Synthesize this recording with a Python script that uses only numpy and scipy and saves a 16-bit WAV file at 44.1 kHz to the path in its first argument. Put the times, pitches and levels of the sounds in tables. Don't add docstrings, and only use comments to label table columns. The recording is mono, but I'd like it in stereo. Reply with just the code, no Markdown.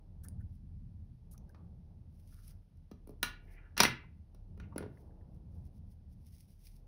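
import sys
import numpy as np
from scipy import signal
from scipy.fft import rfft, irfft
from scipy.io import wavfile

SR = 44100
rng = np.random.default_rng(int(sys.argv[2]) if len(sys.argv) > 2 else 0)


def wav_record(signal):
    frames = np.transpose(np.atleast_2d(signal))
    bounded = np.clip(frames, -1, 1)
    quanta = np.round(bounded * 32767).astype(np.int16)
    wavfile.write(sys.argv[1], SR, quanta)


N = 302967


def gain_of(db):
    return 10 ** (np.asarray(db) / 20)


def evened(x):
    return x / np.sqrt(np.mean(x ** 2) + 1e-30)


def read(points, hz):
    f, value = np.transpose(points)
    return np.interp(np.log(hz + 1), np.log(f + 1), value)


def noise(colour, grain_db=0., per_s=3000):
    slip_size = gain_of(grain_db * np.minimum(rng.exponential(1, N), 5))
    slips = slip_size * (rng.random(N) < per_s / SR)
    x = rng.standard_normal((2, N)) * (0.5 + slips * (grain_db > 0))
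    hz = np.fft.rfftfreq(N, 1 / SR)
    below = (colour[0][0] / 2, colour[0][1] - 40)
    above = (colour[-1][0] * 2, colour[-1][1] - 60)
    closed = [below, *colour, above]
    return evened(irfft(rfft(x) * gain_of(read(closed, hz)), N))


def band(hz, width_hz):
    f = np.fft.rfftfreq(N, 1 / SR)
    resonance = 1 / (1 + (2 * (f - hz) / width_hz) ** 2)
    return evened(irfft(rfft(rng.standard_normal((2, N))) * resonance, N))


def resonate(x, hz, width_hz):
    turn = np.exp(2j * np.pi * np.cumsum(hz * np.ones(x.shape[-1])) / SR)
    r = np.exp(-np.pi * width_hz / SR)
    smoothed = signal.lfilter([1 - r], [1, -r], x / turn)
    return evened((turn * smoothed).real)


def flutter(per_s, depth_db):
    steps = rng.standard_normal(int(N / SR * per_s) + 2)
    return gain_of(depth_db * np.interp(np.arange(N) / SR * per_s, np.arange(len(steps)), steps))


def curve(rows, order):
    rows = np.array(rows)
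    return gain_of(np.interp(np.arange(N) / SR, rows[:, 0], rows[:, order], -200, -200))


def swells(s, db, rise, hold, fall):
    t = np.arange(0, N / SR + .002, .0005)[:, None]
    before = np.maximum(s - t, 0) / abs(rise)
    after = np.maximum(t - s - abs(hold), 0) / abs(fall)
    gains = gain_of(db - np.minimum(20 * (before + after), 200))
    return np.interp(np.arange(N) / SR, t[:, 0], gains.sum(1))


def blow(t, rise, t60):
    return (1 - np.exp(-t / rise)) ** 2 * gain_of(-60 * t / t60)


def burst(shape, rough):
    x = shape * rough
    return x * np.linalg.norm(shape) / np.linalg.norm(x, axis=1, keepdims=True)


# (time [s], rumble level [dB], far wash level [dB])
BACKGROUND = [(0, -58, -74.5), (0.35, -49, -71.5), (0.6, -50.5, -78.5), (0.9, -46.5, -75),
              (1.15, -55.5, -78), (1.5, -53, -67), (1.9, -54, -74.5), (2.85, -60, -80), (3.45, -57, -67.5),
              (4.2, -57, -74.5), (4.45, -58, -73), (4.62, -48, -65.5), (5.0, -53, -66), (5.7, -50.5, -70.5),
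              (5.95, -58.5, -73.5), (6.3, -54.5, -76.5), (6.55, -61, -79.5), (6.87, -57, -74)]
# (frequency [Hz], relative level [dB per Hz])
RUMBLE_COLOUR = [(40, -18), (60, -2.5), (82, 2.5), (115, -6.5), (185, -9.5), (260, -22.5), (400, -38.5)]
WASH_COLOUR = [(150, -11.5), (300, 3.5), (850, -4), (1100, -19), (2000, -36)]
HISS_COLOUR = [(700, 5), (2500, 3), (5000, -0.5), (12500, -6), (14000, -19), (16500, -14.5)]
HUM_HZ, HUM_WIDTH_HZ = 36, 4
HUM_DB, HISS_DB = -59, -86.5


def behind():
    hum = gain_of(HUM_DB) * band(HUM_HZ, HUM_WIDTH_HZ)
    rumble = curve(BACKGROUND, order=1) * flutter(14, 2.6) * noise(RUMBLE_COLOUR)
    wash = curve(BACKGROUND, order=2) * flutter(14, 2.2) * noise(WASH_COLOUR)
    return hum + rumble + wash + gain_of(HISS_DB) * noise(HISS_COLOUR)


# (frequency [Hz], time to die 60 dB [s])
ROOM_DECAY = [(100, 0.54), (250, 0.42), (500, 0.23), (2200, 0.36), (6000, 0.2), (12000, 0.15)]


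def room(x):
    taps = np.zeros((2, SR // 2))
    jitter = rng.integers(0, 20, (2, (SR // 2 - 161) // 20))
    at = np.arange(160, SR // 2 - 20, 20) + jitter
    np.put_along_axis(taps, at, rng.choice([-1., 1.], at.shape), 1)
    hz, t, z = signal.stft(taps, SR, nperseg=256)
    swell = 1 - np.exp(-t / 0.0019)
    decay = gain_of(-60 * t / read(ROOM_DECAY, hz)[:, None])
    tail = signal.istft(z * swell * decay, SR, nperseg=256)[1]
    return signal.fftconvolve(x, tail / np.linalg.norm(tail[0]), axes=1)[:, :N]


# (start of full level [s], hold [s], scrape level [dB], pitch [Hz], time to die 20 dB [s])
SCRAPES = [(2.31, .2, -81, 1400, .04), (1.555, .04, -72, 1150, .06), (3.1, .035, -60, 400, .04),
           (3.482, .11, -66, 2000, .08), (3.61, .05, -66, 1550, .06), (4.62, .025, -70, 2300, .03),
           (4.724, .012, -65, 930, .03)]
DRAG_RISE_S = 0.02
SCRAPE_RING_SHARE, SCRAPE_RING_WIDTH_HZ = .7, 70
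SCRAPE_WIDTH_SHARE = .4


def dragging():
    slips = flutter(70, 3.9) * noise([(300, 1), (3000, 0)], 5., 500)
    ringing = evened(sum(resonate(slips, hz, SCRAPE_RING_WIDTH_HZ) for hz, *_ in STEEL_MODES))
    slips = (1 - SCRAPE_RING_SHARE) * slips + SCRAPE_RING_SHARE * ringing
    out = np.zeros((2, N))
    for s, hold, db, hz, fall in SCRAPES:
        width_hz = SCRAPE_WIDTH_SHARE * hz
        scrape = resonate(resonate(slips, hz, width_hz), hz, width_hz)
        out += swells(s, db, DRAG_RISE_S, hold, fall) * scrape
    return out


# (peak time [s], rustle level [dB], length [s])
BRUSHES = [(0.558, -78, 0.1), (2.775, -75.5, 0.015), (3.538, -69.5, 0.13), (5.016, -80, 0.35),
           (5.354, -81.5, .1), (5.56, -82, 0.12), (5.66, -78, .16), (5.773, -78, 0.085), (5.925, -77, 0.11),
           (6.133, -75.5, 0.057), (6.278, -76.5, 0.13), (6.35, -69, 0.18), (6.411, -70, 0.13),
           (6.515, -75.5, 0.17), (6.675, -64, 0.12), (6.76, -73.5, 0.3)]
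# (time [s], rustle level [dB])
SCRAP_SWEEP = [(2.08, -100), (2.15, -83), (2.25, -77.5), (2.33, -72), (2.46, -69.5), (2.515, -66.5),
               (2.55, -86.5), (2.72, -104)]
# (frequency [Hz], relative level [dB per Hz])
RUSTLE_COLOUR = [(2000, -5.5), (4200, -6), (5300, -0.5), (7500, -4), (10400, -2), (14500, -3),
                 (16000, -2.5)]
RUB_RISE_SHARE = 0.71


def rubbing():
    fibres = flutter(60, 2.4) * noise(RUSTLE_COLOUR, 4., 1500)
    s, db, length = np.transpose(BRUSHES)
    brushes = swells(s, db, RUB_RISE_SHARE * length, 0, (1 - RUB_RISE_SHARE) * length)
    return (brushes + curve(SCRAP_SWEEP, order=1)) * fibres


# (time [s], level [dB], pitch [Hz])
SMALL_CLICKS = [(0.2843, -29, 9700), (1.378, -41.5, 6270), (1.493, -55, 6200), (2.479, -38.5, 11300),
                (3.091, -56, 12300), (3.1066, -48.5, 12500), (4.036, -56, 943), (4.78, -18.5, 10550),
                (4.972, -57.5, 1803), (5.107, -67.5, 1600), (5.21, -65, 1699), (6.669, -42.5, 5120),
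                (6.669, -56.5, 2166)]


def clicks():
    t, out = np.arange(3000) / SR, np.zeros((2, N + SR))
    for s, db, hz in SMALL_CLICKS:
        white = rng.standard_normal((2, len(t) + 1))
        part = resonate(resonate(white[:, 1:], hz, 0.17 * hz), hz, 0.17 * hz)
        edge = 0.73 * np.diff(white) * min(hz / 6000, 1) ** 2
        shape = blow(t, 0.00063, 0.0033 + 30 / hz)
        out[:, round(s * SR):][:, :len(t)] += gain_of(db) * burst(shape, part + edge)
    return out[:, :N]


# (start [s], length [s], hiss level [dB],
# squeak peak time [s], pivot squeak level [dB], squeak pitch [Hz])
BLADE_STROKES = [(0.237, .014, -57, 0.256, -58, 1560), (0.403, .016, -81, 0.412, -66, 1600),
                 (1.313, .026, -62, 1.347, -69, 1260), (1.492, .017, -80, 1.501, -69, 1620)]
# (frequency [Hz], relative level [dB per Hz])
SHEAR_COLOUR = [(1300, -37), (5000, -21.5), (7000, -10), (12500, -10), (16000, -15)]
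BITE_S, CUT_S = 0.0035, 0.0021
SLIDE_DB, SLIDE_S, SLIDE_END_S = -12, 0.012, 0.014
SQUEAK_RISE_S, SQUEAK_FALL_S = 0.016, 0.016
PIVOT_WIDTH_HZ = 300


def snips():
    grind = noise(SHEAR_COLOUR, 1.5, 9000)
    s, length, hiss_db = np.transpose(BLADE_STROKES)[:3]
    cut = swells(s, hiss_db, BITE_S, length, CUT_S)
    slide = swells(s + length, hiss_db + SLIDE_DB, CUT_S, SLIDE_S, SLIDE_END_S)
    squeaks = sum(swells(at, db, SQUEAK_RISE_S, 0, SQUEAK_FALL_S) * band(hz, PIVOT_WIDTH_HZ)
                  for *_, at, db, hz in BLADE_STROKES)
    return (cut + slide) * grind + squeaks


def ring(modes, t, spread_db, rise_cycles, near_hz, focus_db):
    hz, db, t60 = np.transpose(modes)[:, :, None]
    db = db - focus_db * abs(np.log2(hz / near_hz))
    size, turn = rng.standard_normal((2, 2, len(modes), 1))
    build = (1 - np.exp(-t * hz / rise_cycles)) ** 2
    decay = gain_of(db + spread_db * size - 60 * t / t60)
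    waves = decay * np.sin(2 * np.pi * (hz * t + turn)) * build
    return waves.sum(1) / np.linalg.norm(gain_of(db))


# (time [s], crack level [dB], bright tick level [dB], body clack level [dB],
# clack pitch [Hz], table thud level [dB], thud pitch [Hz])
KNOCKS = [(1.5455, -69, -90, -55.5, 1080, -62, 500), (2.9135, -58.5, -61.5, -55, 930, -43, 118),
          (3.073, -66, -55.5, -69, 840, -46.5, 350), (3.0927, -65, -59.5, -90, 873, -41, 380),
          (3.2292, -21, -23, -22.5, 1540, -33, 396), (3.7673, -37.5, -68.5, -38.5, 960, -56.5, 400),
          (3.7774, -23, -29, -30.5, 1450, -39.5, 400), (3.7933, -53, -52, -25, 2060, -36.5, 397),
          (3.8024, -9, -18, -15, 930, -20, 289.8), (3.8075, -31.5, -38, -21.5, 1967, -29, 300),
          (3.833, -16, -17.5, -17.5, 1100, -29, 300.8), (3.8505, -24.5, -34, -20, 1980, -26.5, 261.2),
          (4.3465, -64.5, -64, -65.5, 1020, -52.5, 400), (4.575, -70, -70.5, -60, 890, -49.5, 500),
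          (4.5986, -61, -71.5, -48, 1570, -55, 300), (4.7599, -58, -60, -45.5, 934, -31, 299.7),
          (4.78, -51.5, -56.5, -40.5, 1436, -36, 417), (4.8059, -76, -67, -49.5, 1430, -33, 452),
          (4.8251, -69.5, -79.5, -45, 1070, -38.5, 430), (4.8374, -83, -84.5, -55.5, 953, -35.5, 420),
          (4.861, -80, -86, -60, 1186, -38.5, 404)]
# (frequency [Hz], relative level [dB per Hz])
CRACK_COLOUR = [(1500, -11.5), (2800, 3), (4400, 0.5), (6000, 2), (7000, -3), (9000, -9)]
TICK_COLOUR = [(6000, -18.5), (7500, -9), (10300, 3.5), (12500, -2.5), (14500, 6.5), (16500, -1.5)]
# (frequency [Hz], relative level [dB], time to die 60 dB [s])
STEEL_MODES = [(959.6, -3.5, .045), (1170, -6, 0.035), (1441, -4.5, .05), (1742, -5.5, .04),
               (2040, -3, 0.036), (2320, -2, 0.054), (2786, -7.5, 0.058), (3955, -5.5, 0.066),
               (4370, -4.5, 0.092), (4910, -5, .04), (5770, 4, 0.024)]
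TABLE_MODES = [(74, -4, 0.12), (124, -2, 0.16), (199.8, -11, 0.051), (290, 1.5, 0.02), (414, -0.5, 0.045),
               (552, -0.5, 0.044)]
STEEL_SPREAD_DB, TABLE_SPREAD_DB = 3, 2
STEEL_RISE_CYCLES, TABLE_RISE_CYCLES = 0.98, 1.2
STEEL_FOCUS_DB, TABLE_FOCUS_DB = 40.5, 6.5
STEEL_SHARE = .52
CLACK_RING_SHARE = 0.6
BEND_CYCLES, BEND_START_S = 2.1, .002
BEND_LIFE_CYCLES = 15
BEND_DB = 1.5


def hits():
    t, out = np.arange(SR // 4) / SR, np.zeros((2, N + SR))
    crack_noise, tick_noise = noise(CRACK_COLOUR), noise(TICK_COLOUR)
    sweep = np.sin(2 * np.pi * BEND_CYCLES * np.log(1 + t / BEND_START_S))
    for s, crack_db, tick_db, clack_db, clack_hz, thud_db, thud_hz in KNOCKS:
        part = slice(round(s * SR), round(s * SR) + len(t))
        span = slice(part.start // 2, part.start // 2 + len(t))
        steel = ring(STEEL_MODES, t, STEEL_SPREAD_DB, STEEL_RISE_CYCLES, clack_hz, 0)
        crack = burst(blow(t, 0.0007, 0.023), crack_noise[:, span]) + STEEL_SHARE * steel
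        tick = burst(blow(t, 0.00027, 0.017), tick_noise[:, span])

        white = rng.standard_normal((2, len(t)))
        body = resonate(resonate(white, clack_hz, 1.7 * clack_hz), clack_hz, 1.7 * clack_hz)
        near = ring(STEEL_MODES, t, STEEL_SPREAD_DB, STEEL_RISE_CYCLES, clack_hz, STEEL_FOCUS_DB)
        clack = burst(blow(t, 0.00093, 0.032), body) + CLACK_RING_SHARE * near

        bend = gain_of(BEND_DB) * blow(t, 0.00086, BEND_LIFE_CYCLES / thud_hz) * sweep
        thud = bend + ring(TABLE_MODES, t, TABLE_SPREAD_DB, TABLE_RISE_CYCLES, thud_hz, TABLE_FOCUS_DB)
        out[:, part] += gain_of(crack_db) * crack + gain_of(tick_db) * tick
        out[:, part] += gain_of(clack_db) * clack + gain_of(thud_db) * thud
    return out[:, :N]


ROOM_DB, HANDS_ROOM_DB = -8, -15.5


def scene():
    hands = snips() + clicks() + rubbing()
    table = hits() + dragging()
    sent = gain_of(HANDS_ROOM_DB) * hands + gain_of(ROOM_DB) * table
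    return hands + table + room(sent) + behind()


# (frequency [Hz], level [dB])
TOP_FALL = [(15500, 0.5), (16100, -21.5)]
# (frequency [Hz], likeness [0 to 1])
PORT_LIKENESS = [(120, 1), (330, 0.94), (640, 0.37), (1400, 1), (2800, .75), (7000, 1), (16000, 0.92)]
# (frequency [Hz], lead of the left port [radians])
PORT_LEAD = [(110, .12), (200, .33), (340, 1.3), (760, 2.3), (1050, 0.73), (1800, 1.5), (3100, 1.6),
             (5200, 0.94), (6500, 2.2), (8300, 3.97), (10400, 6), (13500, 9), (16500, 14)]
NO_LEAD = (0, 0)
EDGE_HZ = 16700


def record(dry):
    hz = np.fft.rfftfreq(N, 1 / SR)
    a, b = rfft(dry) * gain_of(read(TOP_FALL, hz))
    same = np.clip(read(PORT_LIKENESS, hz), -1, 1)
    lead = np.interp(hz, *np.transpose([NO_LEAD, *PORT_LEAD]))
    left = gain_of(0.5) * a * np.exp(1j * lead)
    right = same * a + np.sqrt(1 - same ** 2) * b
    ports = irfft([left, right], N)
    band_limit = signal.firwin(511, EDGE_HZ, window=("kaiser", 9), fs=SR)
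    return signal.oaconvolve(ports, band_limit[None], "same")


dry = scene()
out = record(dry)
wav_record(out)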